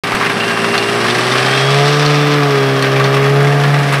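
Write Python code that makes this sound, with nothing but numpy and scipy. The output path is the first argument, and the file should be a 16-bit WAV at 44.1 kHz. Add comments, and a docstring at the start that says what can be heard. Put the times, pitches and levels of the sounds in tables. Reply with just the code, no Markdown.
"""The exhaust stack of a diesel snow vehicle drones as it revs up and pulls past on four tracks, a few
metres away in an open field. Periodic firing gives a line spectrum, shaped by the resonances of the pipe;
the same firing rate paces the gas jet, the engine's clatter and its whine. Steel cleats rattle over the
wheels, and now and then an impact knocks or rings. Churned snow hisses, icy crust cracks, and a light
wind rumbles underneath."""
import sys
import numpy as np
from scipy import signal
from scipy.fft import rfft, irfft
from scipy.io import wavfile
from scipy.ndimage import map_coordinates

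SR = 44100
rng = np.random.default_rng(int(sys.argv[2]) if len(sys.argv) > 2 else 0)


def persist_wave(psi):
    """Save psi, clipped to +-1, as 16-bit WAV."""
    counts = np.round(np.clip(psi, -1, 1) * 32767).astype(np.int16)
    wavfile.write(sys.argv[1], SR, np.atleast_2d(counts).T)


N = 176400
TIME = np.arange(N) / SR
CYLINDERS = 4

# Engine load, which brings out rasp and gas jet. Each row: time in seconds, gain in dB.
LOAD = [(0, -7.5), (1.58, -12.5), (1.78, -0.5), (2.4, -1.5), (2.7, -7.5), (3.3, -5.5), (4, -31)]


def undb(db):
    """Amplitude grows tenfold with every 20 dB."""
    return 10 ** (np.asarray(db) / 20)


def curve(rows, column=1):
    """Linear interpolation of one column of a time table."""
    rows = np.array(rows, float)
    return np.interp(TIME, rows[:, 0], rows[:, column])


def unit(x):
    """Normalisation to an rms of 1."""
    return x / np.sqrt(np.mean(x ** 2))


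def walk(rate):
    """Smooth random fluctuation: a spline through `rate` Gaussian values a second."""
    coarse = TIME[::64]
    points = rng.standard_normal(1024)
    return np.interp(TIME, coarse, map_coordinates(points, [coarse * rate], order=3, mode="wrap"))


def colour(x, spectrum):
    """Minimum-phase filtering through (Hz, dB) points, scaled to keep the power of white noise."""
    size = 8192
    hz, db = np.array(spectrum, float).T
    bins_hz = np.maximum(np.fft.rfftfreq(size, 1 / SR), 1)
    gain = unit(undb(np.interp(np.log(bins_hz), np.log(hz), db)))
    cepstrum = irfft(np.log(gain))
    cepstrum[1:size // 2] *= 2  # folding the cepstrum makes the filter causal
    cepstrum[size // 2 + 1:] = 0
    return signal.fftconvolve(x, irfft(np.exp(rfft(cepstrum))))[:N]


def grit(per_s, spread_db):
    """Shot noise: tiny independent contacts of unequal size."""
    impulses = (rng.random(N) < per_s / SR) * rng.choice([-1, 1], N)
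    return unit(impulses * undb(spread_db * np.clip(rng.standard_normal(N), -2, 2)))


def decay(start, tau_s):
    """Exponential decay after an instant attack."""
    return (TIME >= start) * np.exp(-np.maximum(TIME - start, 0) / tau_s)


def line(phase, multiple, flutter_db):
    """A spectral line at a multiple of the firing rate, with random amplitude modulation."""
    return np.sqrt(2) * np.sin(2 * np.pi * multiple * phase) * undb(flutter_db * walk(9))


def air():
    """Filtered noise gives wind rumble and a thin hiss; two low pulses bump the microphone."""
    # Spectra of wind and hiss. Each row: frequency in Hz, relative density in dB.
    wind_spectrum = [(20, -11), (70, 0), (130, -3), (400, -37), (2000, -70)]
    hiss_spectrum = [(3000, 2), (8000, -11), (10500, 1), (12800, -6), (14200, 3), (15300, -16)]
    # Levels of wind, hiss and bumps. Each row: time in seconds, level in dB.
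    wind_level = [(1.4, -68), (1.7, -46), (2.8, -48), (3.4, -42), (4, -45)]
    hiss_level = [(0, -44), (.5, -53), (1.8, -50), (2.3, -41.5), (4, -43)]
    bump_peaks = [(0.145, -21), (2.066, -28)]
    bump_hz, bump_s = 45, 0.0026
    wind = colour(rng.standard_normal(N), wind_spectrum) * undb(curve(wind_level))
    hiss = colour(rng.standard_normal(N), hiss_spectrum) * undb(curve(hiss_level))
    bumps = sum(undb(db) * np.exp(-((TIME - s) / bump_s) ** 2) * np.cos(2 * np.pi * bump_hz * (TIME - s))
                for s, db in bump_peaks)
    return wind + bumps + hiss


def crust():
    """Brittle fracture: icy crust breaks under the cleats in short showers of grains."""
    # Each row: start in seconds, level in dB, decay time in seconds.
    cracks = [(.149, -29, .014), (.778, -30, .01), (1.183, -30, .012), (2.824, -28.5, .01),
              (3.148, -33, 0.0074), (3.429, -31, .005), (3.926, -25, 0.0056), (3.938, -28, 0.0092)]
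    # Each row: frequency in Hz, relative density in dB.
    crack_spectrum = [(1000, -15), (4000, -31), (6200, 10), (7000, 4), (8500, 12), (12000, 3), (15500, -22)]
    envelope = sum(undb(db) * decay(s, tau_s) for s, db, tau_s in cracks)
    return colour(envelope * grit(per_s=7700, spread_db=-5), crack_spectrum)


def pings():
    """Modal vibration: struck steel rings, and the point of contact favours its low or high modes."""
    # Each row: start in seconds, strength in dB, share of the high modes from 0 to 1.
    strikes = [(0.779, -8, 0.8), (1.108, -14, 0.45), (1.3155, -16.5, 0.05), (1.549, -15, .3),
               (2.062, -10.5, 1), (2.824, -15, 0.85), (3.042, -12, 0.7)]
    # Each row: frequency in Hz, relative level in dB, seconds to fall by 60 dB.
    steel_modes = [(3000, -6, 0.038), (3585, 5, 0.051), (4240, 0, 0.039), (4550, -4.5, 0.052),
                   (5700, -5, 0.02)]
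    out = np.zeros(N)
    for s, db, high_share in strikes:
        for hz, mode_db, t60 in steel_modes:
            weight = high_share if hz > 3900 else 1 - high_share
            detuned_hz = hz * (1 + 0.0026 * rng.standard_normal())
            ring = np.sin(2 * np.pi * detuned_hz * (TIME - s))
            out += undb(db + mode_db) * weight * ring * decay(s, t60 / np.log(1000))
    return out


def frame_ring(force):
    """Convolution with the impulse response of the track frame: each push rings its damped modes."""
    # Each row: frequency in Hz, relative level in dB, seconds to fall by 60 dB.
    frame_modes = [(774, -3.5, 0.085), (1150, 2, 0.055), (1610, 1.5, 0.16), (1850, -2, 0.19),
                   (2616, 3, 0.078)]
    t = TIME[:SR // 8]
    response = sum(undb(db) * np.cos(2 * np.pi * hz * t) * np.exp(-np.log(1000) * t / t60)
                   for hz, db, t60 in frame_modes)
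    return signal.fftconvolve(force, response / np.linalg.norm(response))[:N]


def clanks():
    """Impact noise: steel hits steel in a crunch, coloured by the contact point, that rings the frame."""
    # Each row: start in seconds, strength in dB, frequency the contact point favours in Hz.
    knocks = [(0.037, -13, 1860), (0.073, -19, 1500), (0.12, -10.5, 1190), (.149, -11.5, 1220),
              (.211, -12, 1300), (.226, -14, 1600), (.247, -14.5, 1860), (.262, -18, 1500),
              (0.296, -12.5, 2030), (.369, -18.5, 1580), (.401, -15, 2720), (0.433, -14.5, 1490),
              (0.481, -13.5, 1150), (.498, -15, 1810), (0.572, -13, 1500), (0.621, -17, 1500),
              (0.644, -14, 1300), (0.739, -10, 1220), (.753, -18, 1590), (0.887, -16, 1890),
              (.954, -22, 1600), (1.043, -10.5, 1230), (1.083, -11.5, 1600), (1.182, -12, 1900),
              (1.356, -13.5, 2090), (1.375, -21, 2100), (1.484, -12, 1600), (1.529, -14, 2000),
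              (1.549, -16, 1600), (1.873, -14, 1400), (2.025, -14, 1300), (2.824, -14, 2200),
              (2.846, -16, 1610), (2.866, -17, 2020), (2.96, -15.5, 2400), (2.999, -11, 1300),
              (3.045, -11.5, 1600), (3.141, -13, 1400), (3.166, -15, 1500), (3.26, -14, 1390),
              (3.404, -15, 1490), (3.637, -11, 1290), (3.741, -15, 1200), (3.923, -11, 1200),
              (3.937, -13, 1720)]
    # Each row: frequency in Hz, relative density in dB.
    contact_spectrum = [(30, -56), (120, -21), (230, 4), (560, 0), (1200, 1.5), (3000, 0), (5500, -8),
                        (7000, -17.5), (15000, -25)]
    broad_db, focus_db, frame_db = -8, 1.5, -20
    contact = colour(grit(per_s=7800, spread_db=1.5), contact_spectrum)
    out = np.zeros(N)
    for s, db, hz in knocks:
        hit = undb(db) * decay(s, tau_s=0.015) * contact + 1e-18  # the offset prevents underflow
        focus = signal.lfilter(*signal.iirpeak(hz, Q=1.98, fs=SR), hit)
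        out += undb(broad_db) * hit + undb(focus_db) * focus
    return out + undb(frame_db) * frame_ring(out)


def cleat_beat():
    """A quasi-periodic envelope: each cleat lands a little out of step and shakes the track."""
    per_s, scatter_periods, spread_db = 19, 0.25, 0.5
    chance = rng.standard_normal((int(per_s * N / SR) + 1, 2))
    landings = sum(undb(spread_db * size) * decay((k + scatter_periods * late) / per_s, tau_s=0.011)
                   for k, (late, size) in enumerate(chance))
    return unit(0.44 + landings)


def tracks():
    """Modulated shot noise: cleats rattle, crush snow and throw powder; links tick, the frame rings."""
    # Spectra of steel, churned snow and powder. Each row: frequency in Hz, relative density in dB.
    rattle_spectrum = [(30, -41), (100, -41), (200, -3), (500, -8), (850, 6), (1150, -1.5), (1900, 5),
                       (2600, 4), (3600, -10.5), (5700, -12.5), (6900, -17), (8200, -23.5), (11000, -18),
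                       (15000, -55)]
    snow_spectrum = [(300, -24), (1800, -1.5), (3300, 5), (5600, 1.5), (6900, -14.5), (8000, -9),
                     (10500, -26), (12500, -26), (16000, -42)]
    spray_spectrum = [(3000, -36), (6900, -10), (7900, 4.5), (10500, -0.5), (12500, -11), (15500, -28)]
    # Their levels. Each row: time in seconds, level in dB.
    rattle_level = [(0, -25), (.9, -25), (1.4, -22.5), (2.2, -28), (2.7, -28), (3.3, -25), (4, -26)]
    snow_level = [(0, -31), (.7, -27), (1.4, -22), (1.95, -21.5), (2.45, -27), (3.4, -32.5), (4, -30.5)]
    spray_level = [(0, -41.5), (.7, -36.5), (1.35, -36), (1.9, -40.5), (2.3, -47), (3.3, -48), (4, -41)]
    tick_db, frame_db = -9, -11
    beat = cleat_beat()
    ticks = undb(tick_db) * grit(per_s=90, spread_db=3.5)
    rattle = (beat * grit(per_s=2600, spread_db=0.5) + ticks) * undb(curve(rattle_level))
    snow = unit(0.93 + beat) * grit(per_s=5000, spread_db=5.5) * undb(curve(snow_level))
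    spray = grit(per_s=9000, spread_db=4.5) * undb(curve(spray_level))
    steel = colour(rattle, rattle_spectrum) + undb(frame_db) * frame_ring(rattle)
    return steel + colour(snow, snow_spectrum) + colour(spray, spray_spectrum)


def valve_train(phase):
    """Partly periodic noise: one pattern returns in every engine cycle amid fresh noise."""
    size, repeat_share = 1024, 0.15
    position = phase / CYLINDERS % 1 * size
    pattern = map_coordinates(rng.standard_normal(size), [position], order=1, mode="wrap")
    return np.sqrt(repeat_share) * pattern + np.sqrt(1 - repeat_share) * rng.standard_normal(N)


def engine(phase):
    """Amplitude modulation: each firing pulses the clatter and the hood's boom; a driven wheel whines."""
    # Spectra of clatter and of hood and chassis. Each row: frequency in Hz, relative density in dB.
    clatter_spectrum = [(30, -30), (75, -18.5), (125, -4.5), (190, -12.5), (300, -0.5), (560, -3),
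                        (700, 3.5), (900, -5), (1170, 5.5), (1380, -0.5), (1650, 2.5), (2600, -7.5),
                        (5500, -21), (7000, -30), (15000, -45)]
    boom_spectrum = [(30, -58), (90, -42), (135, -0.5), (175, 7), (260, -0.5), (370, -7.5), (480, -10),
                     (1000, -46), (3000, -56)]
    # Levels of the three parts. Each row: time in seconds, level in dB.
    clatter_level = [(0, -21), (.9, -19.5), (1.4, -16.5), (1.85, -20), (2.4, -20), (2.75, -20),
                     (3.3, -20.5), (4, -18.5)]
    boom_level = [(0, -26), (.8, -26), (1.4, -28), (2, -35), (2.8, -32.5), (4, -28.5)]
    whine_level = [(0, -39), (.39, -37), (.403, -26), (.8, -26), (.95, -34), (1.35, -32), (1.5, -26),
                   (1.64, -25), (1.85, -36), (2.27, -33), (2.4, -41), (2.55, -32), (2.9, -38), (3.4, -38),
                   (4, -44)]
    burst_cycles, wobble_cycles = 0.22, 0.0082
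    cylinder_db = -0.5 * np.cos(2 * np.pi * np.floor(phase) / CYLINDERS)  # cylinders fire unequally
    pulses = (1 + np.exp(-(phase % 1) / burst_cycles)) * undb(cylinder_db)
    clatter = colour(unit(pulses * valve_train(phase)), clatter_spectrum) * undb(curve(clatter_level))
    boom = colour(unit(pulses * rng.standard_normal(N)), boom_spectrum) * undb(curve(boom_level))
    wheel_tone = line(phase + wobble_cycles * walk(70), multiple=24.2, flutter_db=1)
    roughness = undb(2.5 * walk(140))
    whine = unit(wheel_tone * roughness) * undb(curve(whine_level))
    return clatter + boom + whine


def jet(phase):
    """Jet noise: a sharp puff of gas leaves the stack after every firing, louder under load."""
    # Each row: frequency in Hz, relative density in dB.
    jet_spectrum = [(70, -43), (450, -2), (1300, -3), (2300, 2), (5600, -15), (7000, -25), (15000, -31)]
    gain_db, sharpness, lag_cycles = -22.5, 1.2, 0.33
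    puffs = np.exp(sharpness * np.cos(2 * np.pi * (phase - lag_cycles)))
    return colour(unit(puffs * rng.standard_normal(N)), jet_spectrum) * undb(gain_db + curve(LOAD))


def exhaust(firing_hz, phase):
    """Source and filter: three strong harmonics drone; weaker lines swell as they pass pipe resonances."""
    # Each row: time in seconds, then the levels of harmonics one, two and three in dB.
    drone = [(0, -33, -39.5, -36), (0.7, -33, -27.5, -34), (1.1, -27.5, -26.5, -23.5),
             (1.55, -19, -39.5, -22.5), (1.8, -14, -30.5, -14.5), (2.05, -14, -21.5, -20.5),
             (2.35, -14, -18, -19), (2.55, -17.5, -24, -14.5), (2.8, -18.5, -22.5, -18.5),
             (3.05, -15.5, -29, -17), (3.35, -12, -27, -14.5), (3.7, -11, -30, -23.5), (4, -14.5, -33, -27)]
    # Low growl and high rasp; fractional lines come from unequal cylinders.
    # Each row: multiple of the firing rate, relative level in dB.
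    growl_lines = [(1.5, -44), (2.5, -42), (3.25, -43.5), (3.5, -38), (4, -33.5), (4.5, -38), (5, -36),
                   (5.5, -46.5), (6, -40), (6.5, -54)]
    rasp_lines = [(7, -29.5), (8, -30.5), (8.5, -31), (9, -29.5)]
    # Each row: time in seconds, gain of the growl in dB.
    growl_level = [(0, -7.5), (.65, 1), (1.1, 0.5), (1.85, 4), (2.3, 1), (2.8, 4), (3.4, 4.5), (3.72, 2),
                   (4, 0)]
    # Pipe resonances. Each row: centre in Hz, width in Hz, height of the added peak in dB.
    resonances = [(403, 36, 13), (608, 30, 2), (714, 24, 5.5), (850, 30, -4), (1170, 100, -5)]
    # Harmonics in phase make a steep pressure front.
    out = sum(undb(curve(drone, column=k)) * line(phase, k, flutter_db=0.68) for k in (1, 2, 3))
    for lines, level in (growl_lines, growl_level), (rasp_lines, LOAD):
        gain = undb(curve(level))
        for multiple, db in lines:
            lift = 1 + sum(undb(peak_db) / (1 + (2 * (multiple * firing_hz - centre) / width) ** 2)
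                           for centre, width, peak_db in resonances)
            out += undb(db) * gain * lift * line(phase + rng.random(), multiple, flutter_db=1.3)
    return out


def scene():
    """Superposition without echo over snow; one firing rate drives exhaust, jet and engine."""
    # Engine speed. Each row: time in seconds, firings per second.
    speed = [(0, 115.9), (0.3, 114.8), (0.55, 113.9), (0.8, 114.9), (1.02, 117.4), (1.3, 125.5),
             (1.65, 136.3), (1.92, 145.9), (2.02, 147.1), (2.2, 146.4), (2.36, 146.2), (2.62, 136.4),
             (2.76, 134.2), (3, 135.3), (3.25, 138.2), (3.55, 142.4), (3.75, 143.2), (4, 138.4)]
    jitter, front_lead_cycles = 0.0015, 0.3
    firing_hz = curve(speed) * (1 + jitter * walk(14))
    phase = np.cumsum(firing_hz) / SR  # one cycle per firing
    diesel = exhaust(firing_hz, phase + front_lead_cycles) + jet(phase) + engine(phase)
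    return (diesel + tracks() + clanks() + crust() + pings() + air())[None]


def record(dry):
    """Clipping and band limiting: the sound starts abruptly, with peaks and the highest treble cut."""
    start_s, top_hz = 0.036, 15600
    lowpass = signal.ellip(10, 0.2, 80, top_hz, fs=SR, output="sos")
    return signal.sosfilt(lowpass, np.clip(dry, -1, 1) * (TIME >= start_s))


dry = scene()
out = record(dry)
persist_wave(out)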